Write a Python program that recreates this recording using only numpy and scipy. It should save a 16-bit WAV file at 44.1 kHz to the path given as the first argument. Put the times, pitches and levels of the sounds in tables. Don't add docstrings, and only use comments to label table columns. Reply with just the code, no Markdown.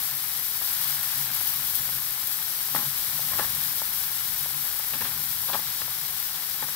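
import sys
import numpy as np
from scipy import signal
from scipy.fft import rfft, irfft, next_fast_len
from scipy.io import wavfile

SR = 44100
rng = np.random.default_rng(int(sys.argv[2]) if len(sys.argv) > 2 else 0)


def pcm_store(signal):
    levels = np.round(np.clip(np.atleast_2d(signal), -1, 1) * 32767)
    wavfile.write(sys.argv[1], SR, levels.astype(np.int16).T)


N = 297675
TIME = np.arange(N) / SR
FFT_SIZE = next_fast_len(N + SR // 2)
FREQS = np.maximum(np.arange(FFT_SIZE // 2 + 1) * SR / FFT_SIZE, 1)
EAR_LAG_S, CUTOFF_HZ = .00007, 15750

# t/s, level/dB
RUMBLE_LEVEL = [(0.0, -59), (0.09, -62), (1.75, -55.5), (2.39, -62.5), (3.59, -51.5), (3.63, -56.5),
                (4.89, -60), (4.96, -54.5), (6.52, -63), (6.75, -56.5)]
# f/Hz, level/dB
RUMBLE_COLOUR = [(20, -12), (40, -1.5), (65, 0.5), (120, 3), (190, 0), (230, -6.5), (320, -9), (480, -7),
                 (640, -11.5), (900, -20)]
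# f/Hz, pitch wander/Hz, level/dB
HUM_NOTES = [(142.5, 5.86, -1), (255.8, 11, -11), (63, 5.5, -16.5)]
# t/s, length/s, level/dB
HUM_SWELLS = [(0.12, 0.052, -50), (0.804, 0.185, -50.5), (1.18, 0.15, -45.5), (1.473, 0.034, -51),
              (1.564, 0.092, -48), (1.784, 0.189, -48), (2.59, 0.03, -54), (2.7, 0.28, -49),
              (3.15, 0.136, -51), (3.358, 0.25, -48.5), (3.654, 0.068, -50), (4.394, 0.092, -50.5),
              (4.544, 0.084, -49.5), (4.953, 0.37, -49.5), (5.817, 0.11, -50.5), (6.613, 0.102, -49)]
# f/Hz, level/dB, fade time/s (to fall by 60 dB)
PAN_NOTES = [(334, -30, 0.015), (578, -22.5, 0.095), (814, -6, 0.025), (844, -5, 0.03), (1000, -4.5, 0.017),
             (1200, 5.5, 0.0057), (1300, -2.5, 0.018), (1687, -2, 0.012), (2100, -0.5, 0.0072),
             (2350, 9, 0.0029), (3840, -7, .005)]
# t/s, length/s, top pitch/Hz, grinding/dB, grit/dB, thud/dB
ROD_SCRAPES = [(2.74, 0.1, 1800, -32, -48, -38), (3.309, 0.07, 1690, -34, -52, -51),
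               (3.381, 0.068, 1690, -28, -46, -45), (4.933, 0.032, 2600, -38.5, -43, -42.5),
               (5.007, 0.019, 2300, -28, -45, -53), (5.043, 0.047, 1860, -33.5, -42, -55),
               (5.479, 0.044, 1000, -23.5, -44, -57), (5.529, 0.038, 1530, -25, -37.5, -47.5),
               (6.625, 0.036, 2000, -38, -60, -62)]
# t/s, level/dB, top pitch/Hz
ROD_KNOCKS = [(0.6155, -22, 2100), (1.4125, -26, 2000), (1.8904, -21.5, 2200), (2.7493, -12, 1530),
              (2.7615, -13, 2200), (3.193, -25.5, 1120), (3.335, -18.5, 1800), (3.3901, -15, 1630),
              (3.396, -8.5, 1740), (3.4468, -19, 1800), (3.8182, -21.5, 1180), (4.4596, -26.5, 1160),
              (4.797, -22.5, 1800), (4.9361, -15, 2880), (5.0178, -19.5, 2210), (5.0534, -21, 1880),
              (5.4999, -19.5, 1220), (5.5469, -16.5, 1310), (5.5538, -16, 1170), (5.5928, -22, 1400),
              (5.8187, -18.5, 2700), (5.8808, -27, 1200), (6.6254, -19, 2040), (6.6861, -22.5, 1900)]
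# t/s, level/dB
LOUD_SNAPS = [(0.7301, -7), (0.8435, -7), (1.3484, -11), (1.4753, -4), (1.537, -11), (1.7532, -3),
              (2.272, -5), (3.3787, -7), (4.7907, -4), (6.2014, -6)]
# t/s, level/dB
STEAM_STRENGTH = [(0.0, -38), (0.58, -38.5), (0.83, -35.5), (1.33, -36.5), (2.25, -38.5), (3.46, -37),
                  (4.23, -38), (6.75, -38.5)]
# t/s, extra level/dB
STEAM_SPURTS = [(1.335, 2.5), (1.47, 2.5), (1.75, 3), (2.268, 1), (2.75, 7), (3.36, 3), (6.62, 1)]
# f/Hz, left level/dB, right level/dB
SIZZLE_COLOUR = [(698, -19.5, -31.5), (734, -14, -19.5), (1700, -10, -19.5), (2700, -16.5, -17),
                 (3260, -10, -13), (3970, -9, -12.5), (5640, -10.5, -10.5), (6620, -15.5, -14.5),
                 (8400, -7.5, -15), (9880, -9.5, -28), (11300, 0, -8.5), (13200, 1, -19.5),
                 (14600, -3.5, -8), (15400, -0.5, -16.4)]
# f/Hz, likeness from 0 to 1
EAR_LIKENESS = [(100, 0.97), (850, 0.65), (1600, .62), (2400, 1), (3300, 0.44), (6000, 0.087),
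                (9000, 0.051), (15000, .04)]


def from_db(db):
    return 10 ** (np.asarray(db) / 20)


def unit_power(x):
    return x / np.sqrt(np.mean(x ** 2) + 1e-20)


def over_time(rows):
    times, values = np.transpose(rows)
    return np.interp(TIME, times, values)


def over_frequency(rows):
    hz, *columns = np.transpose(rows)
    return np.array([np.interp(np.log(FREQS), np.log(hz), column) for column in columns])


def shaped(x, gain):
    return irfft(rfft(x, FFT_SIZE) * gain, FFT_SIZE)[..., :N]


def below(hz, steepness):
    return 1 / (1 + (FREQS / hz) ** steepness)


def band(x, low_hz, high_hz, order=2):
    sections = signal.butter(order, [low_hz, min(high_hz, .45 * SR)], "band", fs=SR, output="sos")
    return signal.sosfilt(sections, x + 1e-18)


def drift(rate_hz):
    return unit_power(shaped(rng.standard_normal(N), below(rate_hz, 2)))


def grains(per_s, spread_db):
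    return (rng.random(N) < per_s / SR) * from_db(spread_db * np.minimum(rng.exponential(1, N), 5.5))


def puffs(per_s, spread_db, life_s):
    power = signal.lfilter([1], [1, -np.exp(-1 / (life_s * SR))], grains(per_s, spread_db) ** 2 + 1e-12)
    return unit_power(np.sqrt(power) * rng.standard_normal((2, N)))


def two_ears(pair):
    alike = np.clip(over_frequency(EAR_LIKENESS)[0], 0, 1)
    shared = shaped(pair[0], alike * np.exp(-2j * np.pi * FREQS * EAR_LAG_S))
    return np.array([pair[0], shared + shaped(pair[1], np.sqrt(1 - alike ** 2))])


def from_left(x, drop_db):
    return np.array([x, from_db(-drop_db) * np.interp(TIME - EAR_LAG_S, TIME, x)])


def fire_rumble(gain_db=6.5, right_drop_db=3.0):
    level_db = over_time(RUMBLE_LEVEL)
    colour = from_db(over_frequency(RUMBLE_COLOUR)) * below(1100, 4)
    roar = unit_power(shaped(two_ears(rng.standard_normal((2, N))), colour))
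    deep = shaped(roar, below(240, 4))
    rumble = from_db(level_db) * deep + from_db(level_db.mean()) * (roar - deep)
    return from_db(gain_db) * rumble * from_db([[0], [-right_drop_db]])


def low_hum(rest_db=-59.5, swell_gain_db=-1.5, rise_s=0.03, fall_s=0.029):
    hum, swells = np.zeros((2, N))
    for hz, wander_hz, db in HUM_NOTES:
        pitch_hz = hz + wander_hz * drift(rate_hz=13.96)
        tone = np.sin(2 * np.pi * np.cumsum(pitch_hz) / SR)
        hum += from_db(db) * unit_power(tone * from_db(2.8 * drift(rate_hz=12)))
    for start, length, db in HUM_SWELLS:
        corners = [start - rise_s, start, start + length, start + length + fall_s]
        swells += from_db(db + swell_gain_db) * np.interp(TIME, corners, [0, 1, 1, 0])
    return from_left(np.maximum(swells, from_db(rest_db)) * hum, drop_db=0)


def ring(clicks, hz, fade_s):
    decay, step = from_db(-60 / (fade_s * SR)), 2 * np.pi * hz / SR
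    return signal.lfilter([0, np.sin(step)], [1, -2 * decay * np.cos(step), decay ** 2], clicks + 1e-18)


def soft_contact(hz, top_hz):
    return 1 / np.sqrt(1 + (hz / top_hz) ** 8)


def pan_ring(force_at):
    notes = sum((-1) ** k * from_db(db) * ring(force_at(hz), hz, fade_s)
                for k, (hz, db, fade_s) in enumerate(PAN_NOTES))
    return band(notes, 180, 6900)


def rod_scrapes(rise_s=0.0013, thud_rise_s=0.017, thud_fade_s=0.048, thud_gain_db=5.0, grit_gain_db=4.5):
    start, length, top_hz, grind_db, grit_db, thud_db = np.transpose(ROD_SCRAPES)
    age = np.maximum(TIME - start[:, None], 0)
    strokes = (1 - np.exp(-age / rise_s)) * np.exp(-np.minimum(age / length[:, None], 8) ** 2)
    slips = grains(per_s=3100, spread_db=1.0) * rng.choice([-1, 1], N)
    grind = pan_ring(lambda hz: slips * ((from_db(grind_db) * soft_contact(hz, top_hz)) @ strokes))
    grind /= pan_ring(lambda hz: slips).std()
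    crunch = band(puffs(per_s=5000, spread_db=1.8, life_s=.0004), 2300, 4400)
    grit = (from_db(grit_db + grit_gain_db) @ strokes) * unit_power(shaped(crunch, sizzle_colour()))
    rocking = (1 - np.exp(-age / thud_rise_s)) * np.exp(-age / thud_fade_s)
    low_noise = unit_power(band(rng.standard_normal(N), 154, 236))
    thud = (from_db(thud_db + thud_gain_db) @ rocking) * low_noise
    return from_left(grind, drop_db=7.0) + grit + from_left(thud, drop_db=3.0)


def rod_knocks(ring_db=-9.5, clack_low_hz=700, crumbs_per_s=1500, crumble_db=-14, crumble_s=0.011):
    start, level_db, top_hz = np.transpose(ROD_KNOCKS)
    age = TIME[:SR // 25]
    samples = np.round(start * SR).astype(int)[:, None] + np.arange(len(age))
    click = 1.0 * (age == 0)
    crumbs = (rng.random(samples.shape) < crumbs_per_s / SR) * rng.standard_normal(samples.shape)
    force = click + from_db(crumble_db) * crumbs * np.exp(-age / crumble_s)

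    def placed(shapes, gains):
        return np.bincount(samples.ravel(), (shapes * gains[:, None]).ravel(), N)[:N]

    def force_at(hz):
        spot_db = rng.normal(0, 2.9, len(start))
        return placed(force, from_db(level_db + spot_db) * soft_contact(hz, top_hz))

    shapes = np.array([band(click, min(clack_low_hz, top / 2), top) for top in top_hz])
    clacks = placed(shapes, from_db(level_db) / np.abs(shapes).max(axis=1))
    return from_left(clacks + from_db(ring_db) * pan_ring(force_at), drop_db=8.5)


def crystal_snaps(gain_db=-1.5, fade_s=.0003, small_count=70):
    snaps, age = np.zeros((2, N)), TIME[:SR // 100]
    small_times = rng.uniform(0, TIME[-1] - age[-1], small_count)
    small_db = rng.normal(-14.5, 1.0, small_count)
    for start, left_db in [*LOUD_SNAPS, *zip(small_times, small_db)]:
        burst = rng.standard_normal((2, len(age))) * np.exp(-age / fade_s)
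        snap = band(burst, 10700, 15300, order=4)
        snap /= np.abs(snap).max(axis=1, keepdims=True)
        right_db = left_db - rng.normal(13, 3)
        at = round(start * SR)
        snaps[:, at:at + len(age)] += snap * from_db([[left_db], [right_db]])
    return from_db(gain_db) * snaps


def sizzle_colour(echo_s=0.001272, echo_share=0.028, ring_hz=862, ring_width_hz=12, ring_db=2.5):
    echo = 1 + echo_share * np.exp(-2j * np.pi * FREQS * echo_s) * below(7000, 4)
    lift_db = ring_db / (1 + ((FREQS - ring_hz) / ring_width_hz) ** 2)
    bass_cut = 1 / np.sqrt(1 + (580 / FREQS) ** 12)
    return from_db(over_frequency(SIZZLE_COLOUR) + lift_db) * echo * bass_cut * (FREQS < CUTOFF_HZ)


def salt_sizzle(seethe_top_hz=2700, fizz_from_hz=7500, spurt_s=0.032):
    seethe = puffs(per_s=4000, spread_db=1.7, life_s=.0008)
    hiss = puffs(per_s=12000, spread_db=1.9, life_s=.0004)
    fizz = puffs(per_s=14000, spread_db=2.7, life_s=.0003)
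    steam_db = over_time(STEAM_STRENGTH)
    swing_db = steam_db - steam_db.mean()
    spurt_db = sum(db * (TIME > start) * np.exp(-np.abs(TIME - start) / spurt_s)
                   for start, db in STEAM_SPURTS)
    flutter_db = 0.54 * drift(rate_hz=11)
    covered_db = 1.56 * (TIME > 5.6)
    low, high = below(seethe_top_hz, 10), 1 - below(fizz_from_hz, 10)
    # its puffs, its share of each frequency, its level in dB
    layers = [(seethe, low, -42.5 + 1.13 * swing_db),
              (hiss, np.abs(1 - low - high), -36.5 + swing_db + spurt_db / 2 + flutter_db),
              (fizz, high, -28.0 + 0.78 * swing_db + spurt_db + flutter_db - covered_db)]
    colour = sizzle_colour()
    return sum(from_db(level_db) * unit_power(shaped(two_ears(steam), colour * np.sqrt(share)))
               for steam, share, level_db in layers)


def scene():
    return salt_sizzle() + crystal_snaps() + rod_knocks() + rod_scrapes() + fire_rumble() + low_hum()


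def record(dry):
    return signal.sosfilt(signal.ellip(12, .1, 80, CUTOFF_HZ, fs=SR, output="sos"), dry)


dry = scene()
out = record(dry)
pcm_store(out)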